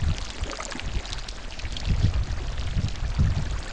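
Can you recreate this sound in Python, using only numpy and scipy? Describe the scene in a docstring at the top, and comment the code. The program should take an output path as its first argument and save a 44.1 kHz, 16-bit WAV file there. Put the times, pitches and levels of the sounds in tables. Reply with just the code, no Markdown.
"""A steady wash of shallow water in an outdoor channel, with sharp splashes close by, low gurgles
and gusts of wind on one small camera microphone. The wash and its fizz are patchy noise plus swarms
of tiny bubbles, each a damped, rising sine. Gurgles are single, longer-ringing bubbles; a splash is
a short ring inside a burst of spray. Wind turbulence gives rumble, eddies and brief slaps."""
import sys
import numpy as np
from scipy import signal
from scipy.fft import rfft, irfft, next_fast_len
from scipy.io import wavfile
from scipy.ndimage import uniform_filter1d, map_coordinates

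SR = 44100
rng = np.random.default_rng(int(sys.argv[2]) if len(sys.argv) > 2 else 0)


def to_wav(s):
    """Save 16-bit WAV."""
    ch = np.atleast_2d(s).T  # columns
    pcm = np.round(np.clip(ch, -1, 1) * 32767)  # PCM
    wavfile.write(sys.argv[1], SR, pcm.astype(np.int16))


N = 164052
TOP_HZ = 10400

# Table levels are relative; each source adds its own gain.
# gust strength: time_s, level_db
GUST_LEVEL = [(0, -41), (.03, -19), (.1, -22.5), (.16, -36), (.23, -33), (.36, -48), (.43, -26), (.53, -51),
              (.8, -42.5), (.86, -24), (.91, -32), (.97, -25.5), (1.04, -46), (1.12, -31), (1.3, -41),
              (1.58, -42.5), (1.66, -25.5), (1.72, -35), (1.86, -32.5), (1.91, -17), (1.97, -26),
              (2.04, -19), (2.14, -27.5), (2.17, -23), (2.27, -27.5), (2.39, -28), (2.52, -32.5),
              (2.6, -27), (2.755, -28.5), (2.79, -16), (2.815, -34), (2.845, -18), (2.89, -30), (2.96, -33),
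              (3.05, -27.5), (3.15, -31), (3.21, -19), (3.27, -21), (3.35, -25.5), (3.39, -21.5),
              (3.45, -29.5), (3.52, -28), (3.6, -32), (3.72, -39)]
# hardest buffets: centre_s, level_db
SLAP_EVENTS = [(.04, -30.5), (0.097, -26), (2.048, -19.5), (2.791, -27.5), (2.846, -27.5), (3.206, -19),
               (3.264, -23), (3.391, -25)]
# wind spectra: freq_hz, gain_db
RUMBLE_SPECTRUM = [(10, 0.5), (25, -2.5), (42, 1.5), (75, -13), (140, -24), (250, -35.5), (600, -43),
                   (2000, -76)]
EDDY_SPECTRUM = [(25, -22.5), (55, 2.5), (95, 0.5), (135, -7.5), (200, -20), (330, -31.5), (700, -44),
                 (2500, -70)]
SLAP_SPECTRUM = [(50, -12), (140, 4.5), (300, -23.5), (1500, -52)]
# water envelopes: time_s, level_db
WASH_ENVELOPE = [(0.0, -43), (0.69, -42), (0.83, -41.5), (1.05, -42), (1.38, -45), (1.86, -42.5),
                 (2.28, -44), (2.92, -44), (3.22, -42.5), (3.72, -43)]
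FIZZ_ENVELOPE = [(0.0, -46.5), (0.63, -48), (1.57, -48), (1.94, -48.5), (2.19, -51.5), (2.44, -49),
                 (2.69, -48), (3.18, -51.5), (3.35, -49.5), (3.57, -47.5), (3.72, -49)]
SPRAY_ENVELOPE = [(0, -56.5), (.55, -48.5), (.85, -54), (1.25, -58), (1.5, -77), (3.3, -62), (3.5, -50),
                  (3.72, -48.5)]
# water spectra: freq_hz, gain_db
WASH_SPECTRUM = [(80, -8), (220, 7.5), (340, 3.5), (460, -0.5), (650, 4), (1000, -1), (1600, -1.5),
                 (2600, -6), (4000, -23), (7000, -19), (10000, -51.5)]
FIZZ_SPECTRUM = [(500, -38), (1800, -5), (3200, -0.5), (4600, 1), (5800, -5.5), (7000, -5), (8000, -7),
                 (10000, -10)]
# single bubbles: start_s, level_db, pitch_hz, t60_s
GURGLE_EVENTS = [(.457, -25.5, 380, 0.031), (0.477, -31, 580, 0.052), (0.489, -27.5, 302, 0.07),
                 (.507, -28, 552, 0.073), (.586, -27.5, 650, 0.057), (.682, -27, 568, 0.049),
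                 (.75, -23, 250, 0.051), (.946, -34, 338, 0.096), (1.505, -34.5, 883, .038),
                 (2.401, -33, 367, 0.08), (3.033, -29.5, 1430, 0.02), (3.046, -25.5, 1730, 0.019),
                 (3.251, -30, 1700, 0.022), (3.272, -24, 1790, 0.02), (3.39, -29, 656, 0.034),
                 (3.459, -30, 1710, 0.028), (3.562, -24, 1086, 0.022), (3.662, -28, 1490, 0.027),
                 (3.677, -31, 1760, 0.046), (3.701, -28, 1500, .025)]
# near splashes: start_s, level_db, pitch_hz, t60_s
SPLASH_EVENTS = [(0.1837, -16, 3230, 0.0011), (.213, -27.5, 4180, 0.01), (0.2508, -22.5, 4700, 0.0063),
                 (.3032, -19, 3700, 0.0019), (.307, -28.5, 3400, 0.0047), (.3836, -24, 2100, 0.0011),
                 (0.4377, -23.5, 3300, .0044), (0.4989, -20.5, 2230, 0.0019), (.515, -23, 5360, 0.0043),
                 (.5318, -23.5, 1200, 0.013), (0.555, -31, 3450, 0.002), (0.572, -24.5, 4960, 0.007),
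                 (.6028, -23, 1250, 0.04), (.6023, -23.5, 2060, 0.016), (.624, -24, 1400, 0.017),
                 (.6238, -30.5, 4830, 0.0057), (0.63, -24.5, 6640, 0.0071), (.652, -16, 7230, 0.0045),
                 (.711, -24, 5330, 0.0068), (0.7211, -25, 4430, .005), (0.721, -22.5, 1670, 0.022),
                 (0.7955, -17.5, 2720, 0.005), (1.055, -24.5, 3940, 0.012), (1.0914, -23.5, 2730, 0.0021),
                 (1.104, -27, 4770, .006), (1.122, -26, 3900, 0.0089), (1.1309, -16, 3600, 0.0032),
                 (1.182, -26, 1510, 0.012), (1.1834, -26.5, 3660, 0.0038), (1.1905, -27, 4180, 0.017),
                 (1.2857, -28, 4340, 0.006), (1.2886, -16, 5000, 0.0012), (1.5913, -28.5, 3800, 0.0065),
                 (1.596, -24.5, 2540, .015), (1.6525, -27, 2230, 0.022), (1.7236, -24.5, 5280, 0.0029),
                 (1.767, -18.5, 3230, 0.018), (1.7702, -29, 4370, 0.015), (1.8008, -23, 4300, 0.0076),
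                 (1.8543, -25.5, 3520, 0.0073), (1.8889, -26.5, 2620, 0.014), (2.1385, -25, 2830, 0.016),
                 (2.58, -20.5, 2020, 0.0035), (2.884, -23, 4020, 0.0078), (2.957, -25.5, 3570, 0.0035),
                 (3.1028, -26.5, 3340, 0.0027), (3.149, -31, 4530, 0.02)]
# microphone response: freq_hz, gain_db
MIC_RESPONSE = [(20, 0.5), (7100, 0), (7900, -5.5), (8600, -7), (9300, -14.5), (10000, -30.5),
                (10600, -40.5)]


def amp(db):
    """Decibels to gain."""
    return 10 ** (np.asarray(db) / 20)


def unit(x):
    """Scale to rms 1."""
    return x / np.sqrt(np.mean(x ** 2) + 1e-20)


def curve(rows):
    """One value per sample from (time_s, value) rows."""
    return np.interp(np.arange(N) / SR, *np.transpose(rows))


def wobble(rate_hz):
    """Smooth random curve, rate_hz knots a second."""
    return map_coordinates(rng.standard_normal(4096), [np.arange(N) * rate_hz / SR + 2], mode="wrap")


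def swell(centre_s, width_s):
    """Gaussian rise and fall."""
    return np.exp(-.5 * ((np.arange(N) / SR - centre_s) / width_s) ** 2)


def add(out, start_s, x):
    """Mix x into out."""
    i = max(0, round(start_s * SR))
    out[i:i + len(x)] += x[:max(0, N - i)]


def coloured(x, spectrum):
    """Filter by (freq_hz, gain_db) rows; cut at TOP_HZ."""
    size = next_fast_len(N + 8192)
    hz = np.fft.rfftfreq(size, 1 / SR)
    knot_hz, knot_db = np.transpose(spectrum)
    gain = amp(np.interp(np.log(hz + 1), np.log(knot_hz + 1), knot_db))
    return irfft(rfft(x, size) * gain * (hz < TOP_HZ), size)[:N]


def turbulence(spectrum):
    """Shaped noise, rms held near 1 over 80 ms."""
    x = coloured(rng.standard_normal(N), spectrum)
    return x / np.sqrt(np.abs(uniform_filter1d(x * x, size=3500)) + 1e-12)


def wind():
    """Gusts drive a deep rumble and, more steeply, smaller eddies; hard buffets slap the microphone."""
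    ref_db = -28
    gust_db = curve(GUST_LEVEL) - ref_db
    flutter_db = 1.5 * wobble(rate_hz=40)
    rumble = amp(0.46 * gust_db + flutter_db - 2) * turbulence(RUMBLE_SPECTRUM)
    eddies = amp(1.41 * gust_db + flutter_db - 5) * turbulence(EDDY_SPECTRUM)
    slap_gain = sum(amp(db) * swell(centre_s, width_s=0.014) for centre_s, db in SLAP_EVENTS)
    return amp(ref_db) * (rumble + eddies) + slap_gain * turbulence(SLAP_SPECTRUM)


def bubbles(count, pitch_hz, spread_oct, t60_cycles, spread_db, rise, samples):
    """Swarm of damped sines, many faint, a few strong; rms 1. rise: fractional pitch gain per t60."""
    when, loudness, length = rng.random((count, 3)).T[:, :, None]
    hz = np.clip(pitch_hz * 2 ** (spread_oct * rng.standard_normal((count, 1))), 200, 9500)
    strength = amp(spread_db * np.minimum(-np.log(loudness + 1e-9), 2.8))
    cycles = hz * np.arange(samples) / SR
    age = cycles / (t60_cycles * (.5 + length))  # 1 at -60 dB
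    envelope = strength * amp(-60 * age) * (1 - np.exp(-2 * cycles))
    rings = envelope * np.sin(2 * np.pi * cycles * (1 + rise * np.minimum(age, 2) / 2))
    index = (when * N).astype(int) + np.arange(samples)
    return unit(np.bincount(index.ravel(), rings.ravel(), N + samples)[:N])


def churn():
    """Short surge of mid-sized bubbles around the first gurgles."""
    swarm = bubbles(1200, 850, spread_oct=0.92, t60_cycles=16, spread_db=2.5, rise=0.047, samples=2000)
    return amp(-46) * swell(centre_s=0.52, width_s=0.15) * swarm


def spatter():
    """High ticks of fine spray that come and go; one brief, dense rasp."""
    ticks = bubbles(1800, 7620, spread_oct=0.21, t60_cycles=36, spread_db=19.5, rise=.1, samples=200)
    rasp = bubbles(5000, 4080, spread_oct=0.35, t60_cycles=34, spread_db=5, rise=.1, samples=200)
    return amp(curve(SPRAY_ENVELOPE)) * ticks + amp(-41.5) * swell(centre_s=2.04, width_s=.04) * rasp


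def gurgles():
    """Single bubbles ring and rise slightly in pitch; two fainter ones break off each."""
    attack_s, rise_per_s = 0.0031, 0.16
    out, t = np.zeros(N), np.arange(SR // 8) / SR
    for start_s, level_db, pitch_hz, t60_s in GURGLE_EVENTS:
        envelope = amp(level_db + 2.5 - 60 * t / t60_s) * (1 - np.exp(-t / attack_s))
        phase = 2 * np.pi * pitch_hz * t * (1 + rise_per_s * t / 2)
        add(out, start_s, envelope * np.sin(phase))
        for late, small in rng.random(size=(2, 2)):
            add(out, start_s + late * t60_s / 2, amp(-9) * envelope * np.sin(phase * 2 ** (small - .5)))
    return out


def drop(pitch_hz, t60_s):
    """One drop: a short ring inside spray of like pitch. Longer ring, less spray."""
    attack_s, spray_width_oct = .00018, 0.95
    t = np.arange(2048) / SR
    envelope = (1 - np.exp(-t / attack_s)) ** 2 * amp(-60 * t / t60_s)
    ring = envelope / envelope.max() * np.sin(2 * np.pi * pitch_hz * t)
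    offset_oct = np.log2((np.fft.rfftfreq(len(t), 1 / SR) + 1) / pitch_hz)
    noise = irfft(rfft(rng.standard_normal(len(t))) / (1 + (offset_oct / spray_width_oct) ** 4))
    spray_rms = amp(2.5) / (1 + t60_s / 0.014) * ring.std()
    return ring + spray_rms * unit(envelope * noise)


def splashes():
    """Each near splash throws up three fainter droplets that land just after it."""
    max_delay_s = .009
    out = np.zeros(N)
    for start_s, level_db, pitch_hz, t60_s in SPLASH_EVENTS:
        gain = amp(level_db - 2)
        add(out, start_s, gain * drop(pitch_hz, t60_s))
        for late, small in rng.random(size=(3, 2)):
            droplet = amp(-17.5 * (0.5 + late / 2)) * drop(pitch_hz * 2 ** (small - .5), t60_s)
            add(out, start_s + late * max_delay_s, gain * droplet)
    return out


def rush(spectrum, patchy_db=3.5):
    """Shaped noise with random gain patches in time and frequency; rms 1."""
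    bins = signal.stft(rng.standard_normal(N), nperseg=256)[2]
    patches = uniform_filter1d(rng.standard_normal(bins.shape), size=5, axis=0)
    patches = uniform_filter1d(patches, size=5, axis=1)
    noise = signal.istft(bins * amp(patchy_db * unit(patches)), nperseg=256)[1][:N]
    return unit(coloured(noise, spectrum))


def stream():
    """Running water: wash with babbling bubbles, flickering fizz with crackling spray."""
    wash = rush(WASH_SPECTRUM)
    babble = bubbles(1300, 1440, spread_oct=0.886, t60_cycles=11, spread_db=6, rise=0.054, samples=1300)
    fizz = rush(FIZZ_SPECTRUM)
    crackle = bubbles(3200, 3910, spread_oct=0.47, t60_cycles=10.5, spread_db=14, rise=0.093, samples=300)
    body = amp(-0.5) * wash + amp(-7) * babble
    treble = amp(-0.17) * fizz + amp(0.8) * crackle
    flicker_db = wobble(rate_hz=30.6)
    return amp(curve(WASH_ENVELOPE)) * body + amp(curve(FIZZ_ENVELOPE) + flicker_db) * treble


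def scene():
    """Water and wind, mono."""
    return (stream() + splashes() + gurgles() + churn() + spatter() + wind())[None]


def record(dry):
    """Camera microphone: treble roll-off and band limit."""
    return coloured(dry[0], MIC_RESPONSE)[None]


dry = scene()
out = record(dry)
to_wav(out)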